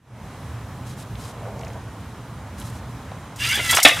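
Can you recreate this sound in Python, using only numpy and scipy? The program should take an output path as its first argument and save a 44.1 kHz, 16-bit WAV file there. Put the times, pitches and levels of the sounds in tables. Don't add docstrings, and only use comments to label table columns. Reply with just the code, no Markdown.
import sys
import numpy as np
from scipy import signal
from scipy.fft import rfft, irfft, next_fast_len
from scipy.io import wavfile
from scipy.ndimage import uniform_filter1d, map_coordinates

SR = 44100
rng = np.random.default_rng(int(sys.argv[2]) if len(sys.argv) > 2 else 0)


def ratio(d):
    e = np.asarray(d, float) / 20
    return 10 ** e


def digitize_waveform(pressure):
    field = np.atleast_2d(pressure).T
    bounded = np.clip(field, -1, 1)
    quanta = np.round(bounded * 32767).astype(np.int16)
    wavfile.write(sys.argv[1], SR, quanta)


N = 176400

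# (time [s], level [dB])
TOWN_LEVEL = [(.3, -34.5), (1.6, -34), (2.2, -35.5), (2.7, -34), (3.3, -35)]
# (frequency [Hz], density [dB per Hz])
RUMBLE_SPECTRUM = [(22, -37), (32, -26), (62, -3), (117, -3), (184, -10.5), (275, -12.5), (400, -25),
                   (700, -43)]
# (frequency [Hz], density [dB per Hz])
AIR_SPECTRUM = [(190, -29), (400, -1.5), (1030, -0.5), (2280, -11.5), (4100, -20.5), (6500, -20.5),
                (11000, -27), (15000, -59)]
# (frequency [Hz], width [Hz], level [dB])
DRONE_MODES = [(115, 22, -2), (209, 23, -8)]
# (frequency [Hz], likeness [0-1])
STEREO_LIKENESS = [(100, 1), (2000, 1), (6000, 0.59), (14000, 0.11)]
# (time [s], gain [dB])
CAMERA_GAIN = [
    (3.4, -2.5),
    (3.75, -0.5),
    (3.82, -16),
    (4.0, -0.5),
]
# (time [s], level [dB])
ROLL_LEVEL = [(1.25, -49.5), (1.4, -43), (1.62, -38), (1.76, -45.5), (1.85, -60)]
# (frequency [Hz], width [Hz], level [dB])
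HOLLOW_MODES = [(445, 53, 0), (655, 133, -1.5), (930, 99, -10)]
# (start [s], length [s], level [dB], centre [Hz])
SHOE_SCUFFS = [(0.847, 0.1, -46, 6000), (0.96, 0.085, -46, 6840), (1.169, 0.16, -44, 5570),
               (1.99, 0.036, -60, 9000), (2.568, 0.068, -45, 9000), (2.618, 0.099, -45.5, 9100),
               (2.706, .1, -50, 5950)]
# (time [s], peak [dB], pitch [Hz])
PEBBLE_TICKS = [(1.154, -33.5, 3100), (1.593, -38, 6000), (1.610, -38, 5600), (1.614, -34, 2600),
                (1.633, -33, 2310), (1.648, -38.5, 5400), (1.669, -34, 1800), (1.680, -39.5, 5600),
                (1.702, -38, 2200), (1.732, -39.5, 5500), (2.599, -30.5, 9450), (2.616, -34, 3000),
                (3.116, -38.5, 2800), (3.119, -27.5, 680)]
# (time [s], scrape level [dB], sparkle level [dB])
SLIDE_LEVELS = [(3.36, -55, -46), (3.385, -31.5, -44.5), (3.41, -27.5, -33.5), (3.49, -22, -28),
                (3.55, -21, -27.5), (3.595, -22.5, -36), (3.61, -27.5, -34.5), (3.68, -24, -28),
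                (3.71, -19.5, -22.5), (3.745, -17, -27.5), (3.76, -25, -24), (3.79, -16, -31),
                (3.815, -36, -47), (3.84, -27, -20.5), (3.9, -36, -29), (3.94, -28, -34.5), (4, -24, -34)]
# (time [s], teeth rate [Hz], level over the slide [dB])
GEAR_RATE = [(3.4, 545, -5.5), (3.49, 686.6, 0.5), (3.52, 750.5, -3.5), (3.575, 838, -3), (3.605, 700, -1),
             (3.645, 685, -3), (3.69, 658, -2.5), (3.75, 678, -3.5)]
# (frequency [Hz], width [Hz], level [dB])
SHELL_MODES = [(1340, 100, -6.5), (1695, 79, 8), (2026, 105, 2.5), (2268, 73, 8), (2830, 270, -2),
               (3470, 160, 4.5)]
# (frequency [Hz], density [dB per Hz])
SCRAPE_SPECTRUM = [(250, -56), (900, -11), (1500, -8.5), (2800, -7), (3700, -6.5), (4400, -12), (6000, -42)]
# (frequency [Hz], density [dB per Hz])
SPARKLE_SPECTRUM = [(3600, -23), (4600, -2.5), (8410, -5), (11500, -9.5), (15100, -12.5), (16000, -23)]
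# (frequency [Hz], width [Hz], level [dB])
SMALL_PART_MODES = [(4830, 58, 0), (6120, 75, 7), (8600, 170, -7), (11300, 120, 7.5)]
# (start [s], length [s], level [dB], pitch [Hz])
SINGLE_TONES = [(3.415, 0.013, -24.5, 2800), (3.432, .016, -31, 4830), (3.44, .027, -25, 2740),
                (3.47, .01, -28, 4830), (3.484, .03, -24, 2793), (3.487, 0.012, -28, 2040),
                (3.511, 0.015, -26, 2195), (3.517, 0.02, -29, 4830), (3.524, 0.036, -26.5, 3405),
                (3.551, 0.03, -28, 1692), (3.594, 0.012, -23, 2105), (3.694, .018, -23.5, 2000),
                (3.693, .012, -24.5, 3265), (3.716, .018, -27.5, 1355), (3.729, 0.021, -21, 3380),
                (3.765, 0.015, -23, 5670), (3.819, 0.008, -23, 2150), (3.849, 0.0205, -8.5, 702.7),
                (3.908, 0.01, -19, 2050), (3.91, 0.012, -26, 647), (3.992, 0.0072, -23.5, 2080)]
# (time [s], peak [dB], centre [Hz], t60 [s])
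CLASHES = [(3.36, -31, 6780, 0.04), (3.553, -18.5, 10070, 0.073), (3.709, -6.5, 8980, 0.069),
           (3.711, -18, 4880, 0.043), (3.748, -6, 8930, 0.044), (3.764, -9, 6530, 0.064),
           (3.779, -15, 6930, 0.048), (3.8, -14.5, 8000, 0.048), (3.829, -2, 7340, 0.049),
           (3.8335, -4, 8560, 0.04), (3.883, -10.5, 6950, 0.059)]
# (time [s], peak [dB], centre [Hz], t60 [s])
KNOCKS = [(3.575, -28, 518, 0.088), (3.592, -22.5, 596, 0.085), (3.727, -18, 1110, 0.05),
          (3.734, -20.5, 486, 0.068), (3.745, -21.5, 700, 0.049), (3.784, -9.5, 986, .04),
          (3.792, -13, 1210, 0.027), (3.800, -17, 3290, 0.043), (3.8745, -15.5, 1014, .06),
          (3.889, -17, 747, 0.045), (3.811, -21, 2510, 0.036), (3.822, -22, 2820, 0.016),
          (3.847, -17, 2420, 0.074), (3.892, -9, 2265, 0.06), (3.911, -17, 2030, 0.059),
          (3.904, -14, 3150, 0.015), (3.968, -23, 1185, 0.086)]
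# (time [s], peak [dB], centre [Hz], t60 [s])
JAW_BLOWS = [
    (3.8505, -2, 2300, 0.073),
    (3.857, -3.5, 2500, 0.094),
    (3.874, -14, 2700, .07),
    (3.7695, -8, 1400, 0.076),
    (3.852, -13.5, 1100, .07),
]
# (frequency [Hz], level [dB], t60 [s])
JAW_MODES = [(558, -20, 0.1), (841, -18, 0.11), (1196, -22.5, 0.49), (1910, -14, 0.42), (2198, -4, 0.18),
             (2613, 1.5, 0.15), (2936, -4, 0.11), (3442, 2.5, 0.084), (3736, -3.5, 0.11)]
# (frequency [Hz], t60 [s])
YARD_T60 = [(300, 0.29), (10000, 0.33)]
# (frequency [Hz], level [dB])
PORT_DIFFERENCE = [(600, -34), (2200, -20), (5000, -25), (9000, -11.5), (14000, -5.5)]
# (frequency [Hz], gain [dB])
MIC_COLOUR = [(2800, 0), (3250, 2), (3600, 0.5), (3950, 3.5), (4400, -1.5), (4900, -0.5)]


def unit(x):
    return x / np.sqrt(np.mean(x ** 2) + 1e-20)


def along(points, hz):
    f, value = np.transpose(points)
    return np.interp(np.log(hz + 1), np.log(f + 1), value)


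def curves(rows, outside=None):
    s, *columns = np.transpose(rows)
    return [np.interp(np.arange(N) / SR, s, c, outside, outside) for c in columns]


def wobble(rate_hz):
    knots = rng.standard_normal(int(N * rate_hz / SR) + 4)
    return map_coordinates(knots, [np.arange(N) * rate_hz / SR])


def filtered(x, response):
    m = next_fast_len(N + SR // 2)
    return irfft(rfft(x, m) * response(np.fft.rfftfreq(m, 1 / SR)), m)[..., :N]


def peaks(modes):
    def response(f):
        total = 0
        for k, (hz, width_hz, db) in enumerate(modes):
            damping = 1j * f * width_hz
            total = total + (-1) ** k * ratio(db) * damping / (hz * hz - f * f + damping)
        return total
    return response


def bell(f, centre_hz, octaves):
    return np.exp(-0.5 * (np.log2((f + 1) / centre_hz) / octaves) ** 2)


def rush(gain, patchy_db):
    z = signal.stft(rng.standard_normal((2, N)), nperseg=512)[2]
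    field = uniform_filter1d(rng.standard_normal(z.shape[1:]), 6, 0)
    field = unit(uniform_filter1d(field, 12, 1))
    pair = signal.istft(z * ratio(patchy_db * field), nperseg=512)[1][:, :N]

    def spread(f):
        angle = np.arccos(np.clip(along(STEREO_LIKENESS, f), -1, 1)) / 2
        return gain(f) * np.array([np.cos(angle), np.sin(angle)])

    mid, side = filtered(pair, spread)
    return unit(np.array([mid + side, mid - side]))


def hits(rows, octaves, crack, attack_s, count):
    out, t = np.zeros(N + SR), np.arange(SR // 3) / SR
    f = np.fft.rfftfreq(len(t), 1 / SR)
    for s, db, hz, t60_s in rows:
        r = rng.standard_normal((count, 4))
        pitch_hz = np.clip(hz * 2 ** (octaves * r[:, :1]), 60, SR / 2)
        life_s = t60_s * 2 ** (0.51 * np.tanh(r[:, 1:2]))
        decay = ratio(5.17 * r[:, 2:3] - 60 * t / life_s)
        ring = (decay * np.sin(2 * np.pi * pitch_hz * t + r[:, 3:])).sum(0)
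        band = bell(f, hz, 1.75 * octaves)
        noise = unit(irfft(rfft(rng.standard_normal(len(t))) * band, len(t)))
        noise = noise * ratio(-60 * t / (0.61 * t60_s))
        body = (ring / np.sqrt(count * 1.64) + crack * noise) * (1 - np.exp(-t / attack_s))
        out[round(s * SR):][:len(t)] += ratio(db - 4) * body
    return out[:N]


def town():
    level_db, = curves(TOWN_LEVEL)
    low = rush(lambda f: ratio(along(RUMBLE_SPECTRUM, f)), patchy_db=0) * ratio(1.1 * wobble(9.8))
    drone = rush(lambda f: abs(peaks(DRONE_MODES)(f)) ** 2, patchy_db=1) * ratio(-3 + 1.2 * wobble(7.3))
    air = rush(lambda f: ratio(along(AIR_SPECTRUM, f)), patchy_db=1) * ratio(-6 + 0.59 * wobble(5.18))
    return ratio(level_db) * (low + drone + air)


def roll():
    level_db, = curves(ROLL_LEVEL, -90)
    knocks = rng.standard_normal(N) * ratio(2.5 * wobble(50))
    return ratio(level_db) * unit(filtered(knocks, lambda f: peaks(HOLLOW_MODES)(f) * f / (f + 300j)))


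def scuffs():
    out = np.zeros((2, N))
    for s, length_s, db, hz in SHOE_SCUFFS:
        u = np.clip((np.arange(N) / SR - s) / length_s, 0, 1)
        shape = np.sin(np.pi * u ** 1.18) ** 0.67
        grit = rng.standard_normal((3, N)) * ratio(1.5 * wobble(150))
        pair = grit[0] + 0.42 * grit[1:]
        band = filtered(pair, lambda f: bell(f, hz, 1.8) / (1 + (f / 13000) ** 6))
        out += ratio(db) * shape * unit(band)
    return out


def pebble():
    rows = [(s, db, hz, 0.019) for s, db, hz in PEBBLE_TICKS]
    return hits(rows, octaves=0.246, crack=1.9, attack_s=0.00069, count=12)


def slide():
    scrape_db, sparkle_db = curves(SLIDE_LEVELS, -94)
    teeth_hz, gear_db = curves(GEAR_RATE, -90)
    turns = np.cumsum(np.clip(teeth_hz, 0, None) / SR) + 0.022 * wobble(500)
    gear = sum(np.cos(2 * np.pi * k * turns) * ratio(4.5 * wobble(50) - 22.5) for k in range(1, 8))

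    def slips(rate_hz, spread_db):
        return unit(rng.standard_normal(N) * ratio(spread_db * wobble(rate_hz)))

    def shell(f):
        return (0.67 * peaks(SHELL_MODES)(f) + 0.32) * ratio(along(SCRAPE_SPECTRUM, f))

    def small_parts(f):
        return (1.07 * peaks(SMALL_PART_MODES)(f) + 0.9) * ratio(along(SPARKLE_SPECTRUM, f))

    def norm(response):
        return np.sqrt(np.mean(abs(response(np.linspace(20, SR / 2, 8000))) ** 2))

    low = (0.5 * slips(80, 2.5) + ratio(gear_db) * 1.9 * gear) * ratio(scrape_db)
    high = slips(200, 2.3) * ratio(sparkle_db)
    return filtered(low, shell) / norm(shell) + filtered(high, small_parts) / norm(small_parts)


def sing():
    rise_s, t60_s, roughness = 0.002, 0.02, 0.7
    out, t = np.zeros(N + SR), np.arange(SR // 8) / SR
    for s, length_s, db, hz in SINGLE_TONES:
        knots = rng.standard_normal(50) + 1j * rng.standard_normal(50)
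        flutter = 1 + roughness * np.interp(t, np.linspace(0, t[-1], 50), knots)
        flutter = flutter / np.sqrt(np.mean(abs(flutter[t < length_s]) ** 2))
        shape = np.clip(t / rise_s, 0, 1) * ratio(-60 * np.clip(t - length_s, 0, 1) / t60_s)
        tone = (flutter * np.exp(2j * np.pi * hz * t)).imag
        out[round(s * SR):][:len(t)] += ratio(db + 1) * shape * tone
    return out[:N]


def clatter():
    clashes = hits(CLASHES, octaves=0.4, crack=0.91, attack_s=0.0012, count=40)
    return clashes + hits(KNOCKS, octaves=0.4, crack=1.23, attack_s=0.00079, count=24)


def slam():
    t = np.clip(np.arange(N) / SR - JAW_BLOWS[0][0], 0, None)
    ring = sum(ratio(-8 + db - 60 * t / t60_s) * np.sin(2 * np.pi * hz * t) for hz, db, t60_s in JAW_MODES)
    blows = hits(JAW_BLOWS, octaves=0.55, crack=1.0, attack_s=0.001, count=40)
    blows = filtered(blows, lambda f: 1 / (1 + 1j * f / 4200 * 0.96 - (f / 4200) ** 2) ** 2)
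    thud = hits([(3.851, -11, 299, 0.08)], octaves=0.79, crack=1.75, attack_s=0.00098, count=8)
    return blows + ring * ratio(3.86 * wobble(90)) + thud


def yard(x):
    hz, t, z = signal.stft(rng.standard_normal((2, SR // 2)), SR, nperseg=256)
    decay = ratio(-60 * t / along(YARD_T60, hz)[:, None])
    tail = signal.istft(z * decay, SR, nperseg=256)[1]
    tail = tail[0] + 0.34 * tail
    delayed = np.pad(x, (250, 0))[None]
    return signal.fftconvolve(delayed, tail / np.linalg.norm(tail[0]), axes=1)[:, :N]


def scene():
    near = slide() + sing() + slam() + clatter() + pebble() + roll()
    smear = unit(rng.standard_normal(300)) * ratio(-25)
    side = signal.fftconvolve(near, smear)[:N]
    side = filtered(side, lambda f: ratio(along(PORT_DIFFERENCE, f)))
    camera_db, = curves(CAMERA_GAIN)
    far = town() * ratio(camera_db) * ratio([[-0.45], [0.45]])
    direct = near * ratio([[-0.25], [0.25]]) + side * [[1], [-1]]
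    return direct + ratio(-11) * yard(near) + scuffs() + far


def roll_off(x):
    return signal.sosfilt(signal.butter(12, 15900, fs=SR, output="sos"), x)


def record(dry):
    fade_s, fade_db = 0.36, -22.5
    fade = ratio(fade_db * np.clip(1 - np.arange(N) / SR / fade_s, 0, 1) ** 2.1)
    x = filtered(dry, lambda f: ratio(along(MIC_COLOUR, f)) / (1 + (f / 15000) ** 12)) * fade
    x = x / (1 + abs(x / 1.02) ** 12) ** (1 / 12)
    return roll_off(x)


dry = scene()
out = record(dry)
digitize_waveform(out)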